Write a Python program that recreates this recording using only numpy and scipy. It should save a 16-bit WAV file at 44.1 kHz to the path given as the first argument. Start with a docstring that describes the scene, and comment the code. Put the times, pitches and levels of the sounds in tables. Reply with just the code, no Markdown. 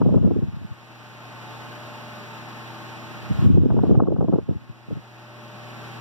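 """An old four-bladed desk fan swings from side to side on a workbench, humming and rushing throughout.
At first it has just faced the microphone: eddies thump on the two ports and the gain starts turned down.
The thumps die away as it turns aside; the fan swells back and its casing buzzes, strongly near 2 s.
Facing again near 3.8 s, it brings stronger thumps, and the gain control ducks everything.
Then it turns to the other side, the fan swells back and the buzz returns.
Tones are sines, air is filtered noise; left and right are the ports subtracted with a short delay."""
import sys
import numpy as np
from scipy import signal
from scipy.fft import rfft, irfft
from scipy.io import wavfile
from scipy.ndimage import uniform_filter1d, minimum_filter1d

SR = 44100
rng = np.random.default_rng(int(sys.argv[2]) if len(sys.argv) > 2 else 0)


def master_out(mix):
    """Clip the mix to full scale and print it as 16-bit PCM to the path in sys.argv[1]."""
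    frames = np.transpose(np.atleast_2d(mix))
    ceiling = np.clip(frames, -1, 1)
    pcm = np.round(ceiling * 32767).astype(np.int16)
    wavfile.write(sys.argv[1], SR, pcm)


N = 264908
TIME = np.arange(N) / SR
MAINS_HZ = 60
SHAFT_HZ = 27.4   # turns of the rotor per second
ROTOR_WAVER_DB = 2.2   # spread of the slow wavering


def from_db(db):
    """Decibels to gain."""
    return 10 ** (np.asarray(db) / 20)


def on_log_axis(hz, points_hz, values):
    """Read a table at any frequency, in straight lines on a log frequency axis."""
    return np.interp(np.log(hz + 0.0012), np.log(points_hz), values)


def filtered(x, order, hz, kind):
    """Pass x through a smooth low, high or band filter."""
    return signal.sosfilt(signal.butter(order, hz, kind, fs=SR, output="sos"), x)


def drift(rate):
    """Random wandering of spread 1, changing about rate times a second."""
    hz = np.fft.rfftfreq(N, 1 / SR)
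    noise = rfft(rng.standard_normal(N))
    slow = irfft(noise / (1 + (hz / rate) ** 4), N)
    return slow / slow.std()


def short_power(x, seconds):
    """Power under a sliding bell-shaped window."""
    window = np.hanning(int(seconds * SR))
    power = signal.fftconvolve(x ** 2, window[None] / window.sum(), "same", axes=1)
    return np.abs(power) + 1e-14


def at_ports(alike, opposed):
    """The pressure at the two ports from its common and its opposed part."""
    return np.array([alike + opposed, alike - opposed])


# the swing: a moment when the fan faces the ports, and the time from one side to the other
FACING_S, SWEEP_S = 3.8, 4.04


def swing(s):
    """How far the fan is turned: -1 left, 0 facing the ports, 1 right."""
    return np.sin(np.pi * (FACING_S - s) / SWEEP_S)


def turning(facing_db, left_db, right_db):
    """Gain of a source as the swing turns it from facing the ports to either side."""
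    turned = swing(TIME)
    side_db = np.where(turned < 0, left_db, right_db)
    return from_db(facing_db + (side_db - facing_db) * turned ** 2)


def tones(table, base_hz, wander, waver_db):
    """Sines on multiples of one slightly wandering rate, each wavering in the moving air."""
    turn = 2 * np.pi * base_hz * np.cumsum(1 + wander * drift(2.1)) / SR
    out = np.zeros((2, N))
    for multiple, alike_db, opposed_db in table:
        angle = multiple * turn + rng.uniform(0, 2 * np.pi)
        alike = from_db(alike_db) * np.sin(angle)
        opposed = from_db(opposed_db) * np.cos(angle)
        out += np.sqrt(2) * at_ports(alike, opposed) * from_db(waver_db * drift(0.66))
    return out


# faint low tones, not tied to the shaft rate, before wandering and wavering:
# [f/Hz, level alike at both ports/dB, level opposed/dB]
LOW_TONES = [(92, -54.5, -61), (155.6, -46, -70.5)]


def low_tones():
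    """Faint low tones, free of the shaft rate, wander a little in pitch and waver slowly in level."""
    return tones(LOW_TONES, 1.0, wander=0.0053, waver_db=ROTOR_WAVER_DB)


# magnetic hum of the motor, before the swing and wavering change it:
# [multiple of the mains, level alike at both ports/dB, level opposed/dB]
HUM_TONES = [(2, -27, -87), (4, -45, -69), (6, -55, -63), (8, -62, -58)]


def motor_hum():
    """The motor's magnetic pull hums on even multiples of the mains; the swing shades it."""
    gain = turning(facing_db=-4.5, left_db=-1.5, right_db=-4.5)
    return gain * tones(HUM_TONES, MAINS_HZ, wander=0.0005, waver_db=0.8)


# the higher buzz of the motor casing, before it swells and wavers:
# [multiple of the mains, level alike at both ports/dB, level opposed/dB]
BUZZ_TONES = [(10, -47, -63)]
# how the buzz swells and fades: [t/s, level/dB]
BUZZ_SWELL = [(0.6, -15), (0.9, -5), (1.45, -11.5), (1.8, 0), (2.1, 0.5), (2.45, -4), (3.3, -5.5),
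              (3.8, -6.5), (4.7, -13), (5.3, -0.5), (5.6, 1.5), (5.9, -8.5)]


def casing_buzz():
    """The casing buzzes at ten times the mains, heard best near the ends of the swing."""
    swell_db = np.interp(TIME, *np.transpose(BUZZ_SWELL))
    return from_db(swell_db) * tones(BUZZ_TONES, MAINS_HZ, wander=0.0013, waver_db=1.6)


# tones of the rotor, before wavering:
# [multiple of the shaft rate, level alike at both ports/dB, level opposed/dB]
ROTOR_TONES = [(3.95, -57, -61.5), (8.04, -46.5, -74.5), (8.8, -62, -58.5), (10.15, -66.5, -56),
               (12.02, -47.5, -74), (15.95, -60.5, -60.5)]


def rotor_tones():
    """The turning blades beat the air, giving tones tied to the shaft rate."""
    return tones(ROTOR_TONES, SHAFT_HZ, wander=0.0024, waver_db=ROTOR_WAVER_DB)


# air rushing off the blades, at the ports, before the resonances:
# [f/Hz, level/dB per Hz, likeness of the two ports from -1 to 1]
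RUSH_SPECTRUM = [(40, -81, 0.69), (71, -68, 0.54), (100, -64, 1), (159, -67, 0.82), (218, -59, 0.99),
                 (294, -70.5, 0.76), (384, -69, 1), (463, -74, 0.48), (730, -71.5, 0.56),
                 (1044, -75.5, 0.47), (1200, -71, 0.0019), (1400, -71.5, -0.14), (1940, -76, -0.14),
                 (2250, -72, 0.77), (3243, -79.5, -0.3), (6500, -91.5, 0.098), (8700, -100, -0.14),
                 (14900, -100.3, 0.26)]
# resonances of blades and guard that colour the rush: [f/Hz, width/Hz, boost/dB]
METAL_RESONANCES = [(660, 22, 2), (730, 13, 2.5), (787, 24, 2), (834, 20, 5), (869, 16, 7.5), (909, 30, 6),
                    (1067, 18, 9), (1090, 16, 5), (1350, 17, 0), (1518, 30, 3), (1730, 24, 1.5),
                    (1856, 40, 4)]


def rush(level_db=0.0, throb=0.05, flutter_db=0.36):
    """Turbulence off the blades, coloured by the metal; its hiss throbs once a turn."""
    hz = np.fft.rfftfreq(N, 1 / SR)
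    points_hz, density_db, likeness = np.transpose(RUSH_SPECTRUM)
    colour_db = on_log_axis(hz, points_hz, density_db) + level_db
    for centre, width, peak_db in METAL_RESONANCES:
        colour_db = colour_db + peak_db / (1 + (2 * (hz - centre) / width) ** 2)
    alike = np.clip(on_log_axis(hz, points_hz, likeness), -.98, .98)
    # likeness shares the power between the common and the opposed part
    share = np.sqrt(SR / 2 * np.array([1 + alike, 1 - alike]) / 2)
    spectra = rfft(rng.standard_normal((2, N))) * from_db(colour_db) * share
    air = at_ports(*irfft(spectra, N))
    hiss = filtered(air, 1, 1800, "high")
    throbbing = air + throb * np.sin(2 * np.pi * SHAFT_HZ * TIME) * hiss
    return throbbing * from_db(flutter_db * drift(18.0))


def reflected(x, delay_s=0.006, sweep_s=0.00079, echo_db=-15.0):
    """A hard surface nearby returns the rush; the swing changes the path, sweeping a faint comb."""
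    sent = TIME - delay_s - sweep_s * swing(TIME)
    echo = np.array([np.interp(sent, TIME, port, left=0) for port in x])
    return (x + from_db(echo_db) * echo) / np.hypot(1, from_db(echo_db))


def rushing_air(port_tilt_db=1.2):
    """The rush with its echo, shaded by the swing and a little stronger at the second port."""
    gain = turning(facing_db=1.0, left_db=0.52, right_db=0.34)
    tilt = from_db([[-port_tilt_db / 2], [port_tilt_db / 2]])
    return gain * reflected(rush()) * tilt


# travel time of the jet of air to the ports
JET_TRAVEL_S = 0.165
# the swing (share of the full turn) at which the jet's edge passes the ports, and the drop beyond it
JET_EDGE, JET_EDGE_DB = 0.325, -16.5


def jet_db(s, steepness=10.0, fringe_fall_db=2.0):
    """Strength of the draught at the ports: a flat core that drops at its edge to a fading fringe."""
    off_axis = np.abs(swing(s - JET_TRAVEL_S)) / JET_EDGE
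    outside = 1 - 1 / (1 + off_axis ** steepness)
    return JET_EDGE_DB * outside - fringe_fall_db * off_axis ** 4


def rumble(level_db=-4.5, corner_hz=140, low_cut_hz=85, lumpy_db=3.5):
    """The dull churn between eddies: lumpy low noise, separate at each port."""
    noise = rng.standard_normal((2, N))
    churn = filtered(noise, 2, [low_cut_hz, corner_hz + low_cut_hz], "band")
    churn = filtered(churn, 2, 800, "low")
    churn = churn / np.sqrt(short_power(churn, 0.13).sum(0))   # even out its loudness
    return churn * from_db(jet_db(TIME) + level_db + lumpy_db * drift(21))


def small_eddies(per_s=60.0, level_db=-11.5, spread_db=1.0, core_hz=230, doubling_db=1.0,
                 spread_octaves=0.25):
    """Lesser eddies at uneven intervals; the stronger the draught, the louder and brighter."""
    chance = rng.standard_normal((400, 3))
    when = (np.arange(len(chance)) + chance[:, 0] / 2) / per_s
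    strength_db = jet_db(when) + spread_db * chance[:, 1]
    octaves = strength_db / doubling_db + spread_octaves * chance[:, 2]
    corner_hz = np.maximum(core_hz * 2 ** octaves, 90)
    heard = (when > 0) & (when < N / SR) & (strength_db > -45)
    return np.transpose([when, strength_db + level_db, corner_hz])[heard]


def rounded_off(push, corner_hz, reach):
    """An eddy's spectrum slopes down from its corner and ends steeply at reach times the corner."""
    slope = signal.butter(1, corner_hz, fs=SR, output="sos")
    end = signal.butter(3, min(reach * corner_hz, SR / 4), fs=SR, output="sos")
    return signal.sosfilt(np.vstack([slope, slope, end]), push)


# the strongest eddies, and stray puffs beside the jet; small fast eddies have a higher corner:
# [t/s, peak level/dB before level_db and the wind filters, corner f/Hz]
STRONG_EDDIES = [(0.017, -1, 340), (0.032, -9, 201), (0.063, -0.5, 330), (0.072, 2, 160),
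                 (0.092, -5.5, 323), (0.112, -1.5, 135), (0.126, -3, 260), (0.143, -4, 275),
                 (0.162, 4, 140), (0.184, -6, 170), (0.212, -1.5, 135), (0.232, -6.5, 220),
                 (0.246, -2, 200), (0.277, -1.5, 257), (0.311, -4, 337), (0.319, -2.5, 216),
                 (0.335, -11.5, 170), (0.365, -1.5, 170), (0.389, -4, 180), (0.423, -11, 250),
                 (0.429, -2.5, 115), (0.443, -12, 140), (0.480, -11, 100), (0.535, -16.5, 95),
                 (0.568, -17, 115), (0.596, -26, 90), (0.618, -22, 120), (0.647, -16.5, 120),
                 (0.711, -19, 105), (3.309, -14, 107), (3.346, -21, 106), (3.391, -14.5, 91),
                 (3.425, -12.5, 128), (3.445, -8.5, 106), (3.462, -3, 120), (3.488, -8, 139),
                 (3.501, 0, 125), (3.510, -4, 116), (3.527, -3.5, 90), (3.550, 1.5, 116),
                 (3.576, -1.5, 261), (3.583, 4, 130), (3.601, -3, 125), (3.618, -2, 91.5),
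                 (3.637, -2.5, 200), (3.660, 2.5, 180), (3.690, -11, 202), (3.702, -3, 94.4),
                 (3.726, -11, 149), (3.744, -1.5, 217), (3.769, -7.5, 405), (3.780, -2.5, 220),
                 (3.807, -4.5, 88.6), (3.838, 0, 322), (3.856, -12.5, 403), (3.898, -1, 260),
                 (3.914, 4, 213), (3.927, 0.5, 214), (3.948, -4, 301), (3.975, 8.5, 180), (3.993, 1, 240),
                 (4.004, 5, 650), (4.024, 8.5, 270), (4.035, 0, 200), (4.075, -2, 440), (4.086, 7, 220),
                 (4.108, 0.5, 280), (4.124, 3, 300), (4.143, 0.5, 180), (4.166, -7, 520), (4.192, 3, 170),
                 (4.211, -0.5, 450), (4.228, 1.5, 278), (4.246, 0.5, 280), (4.286, 1, 370),
                 (4.296, 3.5, 200), (4.328, -0.5, 470), (4.338, 4.5, 360), (4.361, 0, 300),
                 (4.387, 0.5, 400), (4.428, -17, 120), (4.492, -0.5, 280), (4.511, -4, 214),
                 (4.527, -16, 189), (4.556, -9.5, 126), (4.619, -28, 140), (4.698, -18, 123),
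                 (4.886, -20, 170), (4.911, -15, 221), (4.924, -12.5, 190), (4.956, -22, 170),
                 (4.971, -18, 210), (4.987, -28, 88)]


def buffeting(level_db=5.5, rise_s=0.0034, fall_s=0.0054, typical_hz=250, lingering=0.45,
              low_cut_hz=100, reach=2.25, slap_db=-2.5, slap_lead_s=0.0022):
    """Each eddy slaps one port once inside a short lump of turbulence; big dull ones linger."""
    size = 4096   # samples per eddy
    age = (np.arange(size) - size // 2) / SR
    when, peak_db, corner_hz = np.vstack([STRONG_EDDIES, small_eddies()]).T
    stretch = (typical_hz / corner_hz[:, None]) ** lingering
    swell = 1 / np.cosh(age / (stretch * np.where(age < 0, rise_s, fall_s)))
    turbulence = swell * rng.standard_normal((len(when), size))
    push = turbulence / np.sqrt(np.sum(swell ** 2, 1, keepdims=True))
    push[:, size // 2] += from_db(slap_db) * rng.choice([-1, 1], len(when))
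    lumps = np.array([rounded_off(row, hz, reach) for row, hz in zip(push, corner_hz)])
    lumps = filtered(lumps, 2, low_cut_hz, "high")
    # an eddy's level is that of its strongest moment, counting the pressure and how fast it changes
    typical_rate = 2 * np.pi * np.hypot(corner_hz, low_cut_hz)[:, None]
    slope = np.gradient(lumps, axis=1) * SR / typical_rate
    strongest = short_power(np.hypot(lumps, slope), .012).max(1, keepdims=True)
    lumps = lumps / np.sqrt(strongest / 2)
    out = np.zeros((2, N + 2 * size))
    for k, (s, db, lump) in enumerate(zip(when, peak_db, lumps)):
        start = int((s - slap_lead_s) * SR) + size // 2
        out[k % 2, start:start + size] += from_db(db + level_db) * lump   # ports take turns
    return out[:, size:size + N]


def wind(low_hz=60, high_hz=1300, dip_hz=750, dip_db=-5.0):
    """Draught and eddies; the small ports weaken the deepest and finest, and dull the middle."""
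    air = filtered(rumble() + buffeting(), 4, [low_hz, high_hz], "band")
    middle = signal.lfilter(*signal.iirpeak(dip_hz, 1, fs=SR), air)
    return air + (from_db(dip_db) - 1) * middle


def scene():
    """Fan and wind added up as pressure at the two ports."""
    motor = motor_hum() + casing_buzz()
    rotor = rotor_tones() + low_tones()
    return motor + rotor + rushing_air() + wind()


def gain_control(x, limit_db=-10.0, hold_s=0.1, release_db_per_s=10.5, start_db=11.5):
    """Loud moments turn the gain down quickly; it holds, then creeps back. It starts turned down."""
    power = short_power(x, .02).mean(0)
    excess = np.maximum(10 * np.log10(power) - limit_db, 0)
    excess[0] = start_db
    hold = int(hold_s * SR) // 2
    # the largest excess within the hold time just past
    held = -minimum_filter1d(-excess, 2 * hold + 1, origin=hold, mode="nearest")
    crept_db = release_db_per_s * TIME
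    cut_db = np.maximum.accumulate(held + crept_db) - crept_db
    return x * from_db(-uniform_filter1d(cut_db, size=1400))


# left-right level balance at each frequency: [f/Hz, left minus right level/dB]
BALANCE = [(150, 0.5), (500, -0.1), (1100, 0.5), (1500, 2.5), (2100, 0.5), (4200, -3.5), (6000, 0),
           (15000, 0.5)]


def record(dry, port_lag=20, crossfeed=.84, cutoff_hz=15750):
    """Each channel is one port minus most of the other, delayed; then gain, rounded peaks, top cut."""
    delayed = np.pad(dry[::-1], ((0, 0), (port_lag, 0)))[:, :N]   # other port, lag in samples
    pair = (dry - crossfeed * delayed) / (1 + crossfeed)
    hz = np.fft.rfftfreq(N, 1 / SR)
    balance_db = on_log_axis(hz, *np.transpose(BALANCE))
    balanced = irfft(rfft(pair) * from_db([balance_db / 2, -balance_db / 2]), N)
    level = gain_control(balanced)
    rounded = level / (1 + (level / .9) ** 8) ** (1 / 8)
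    top_cut = signal.ellip(10, .1, 80, cutoff_hz, fs=SR, output="sos")
    return signal.sosfilt(top_cut, rounded)


dry = scene()
out = record(dry)
master_out(out)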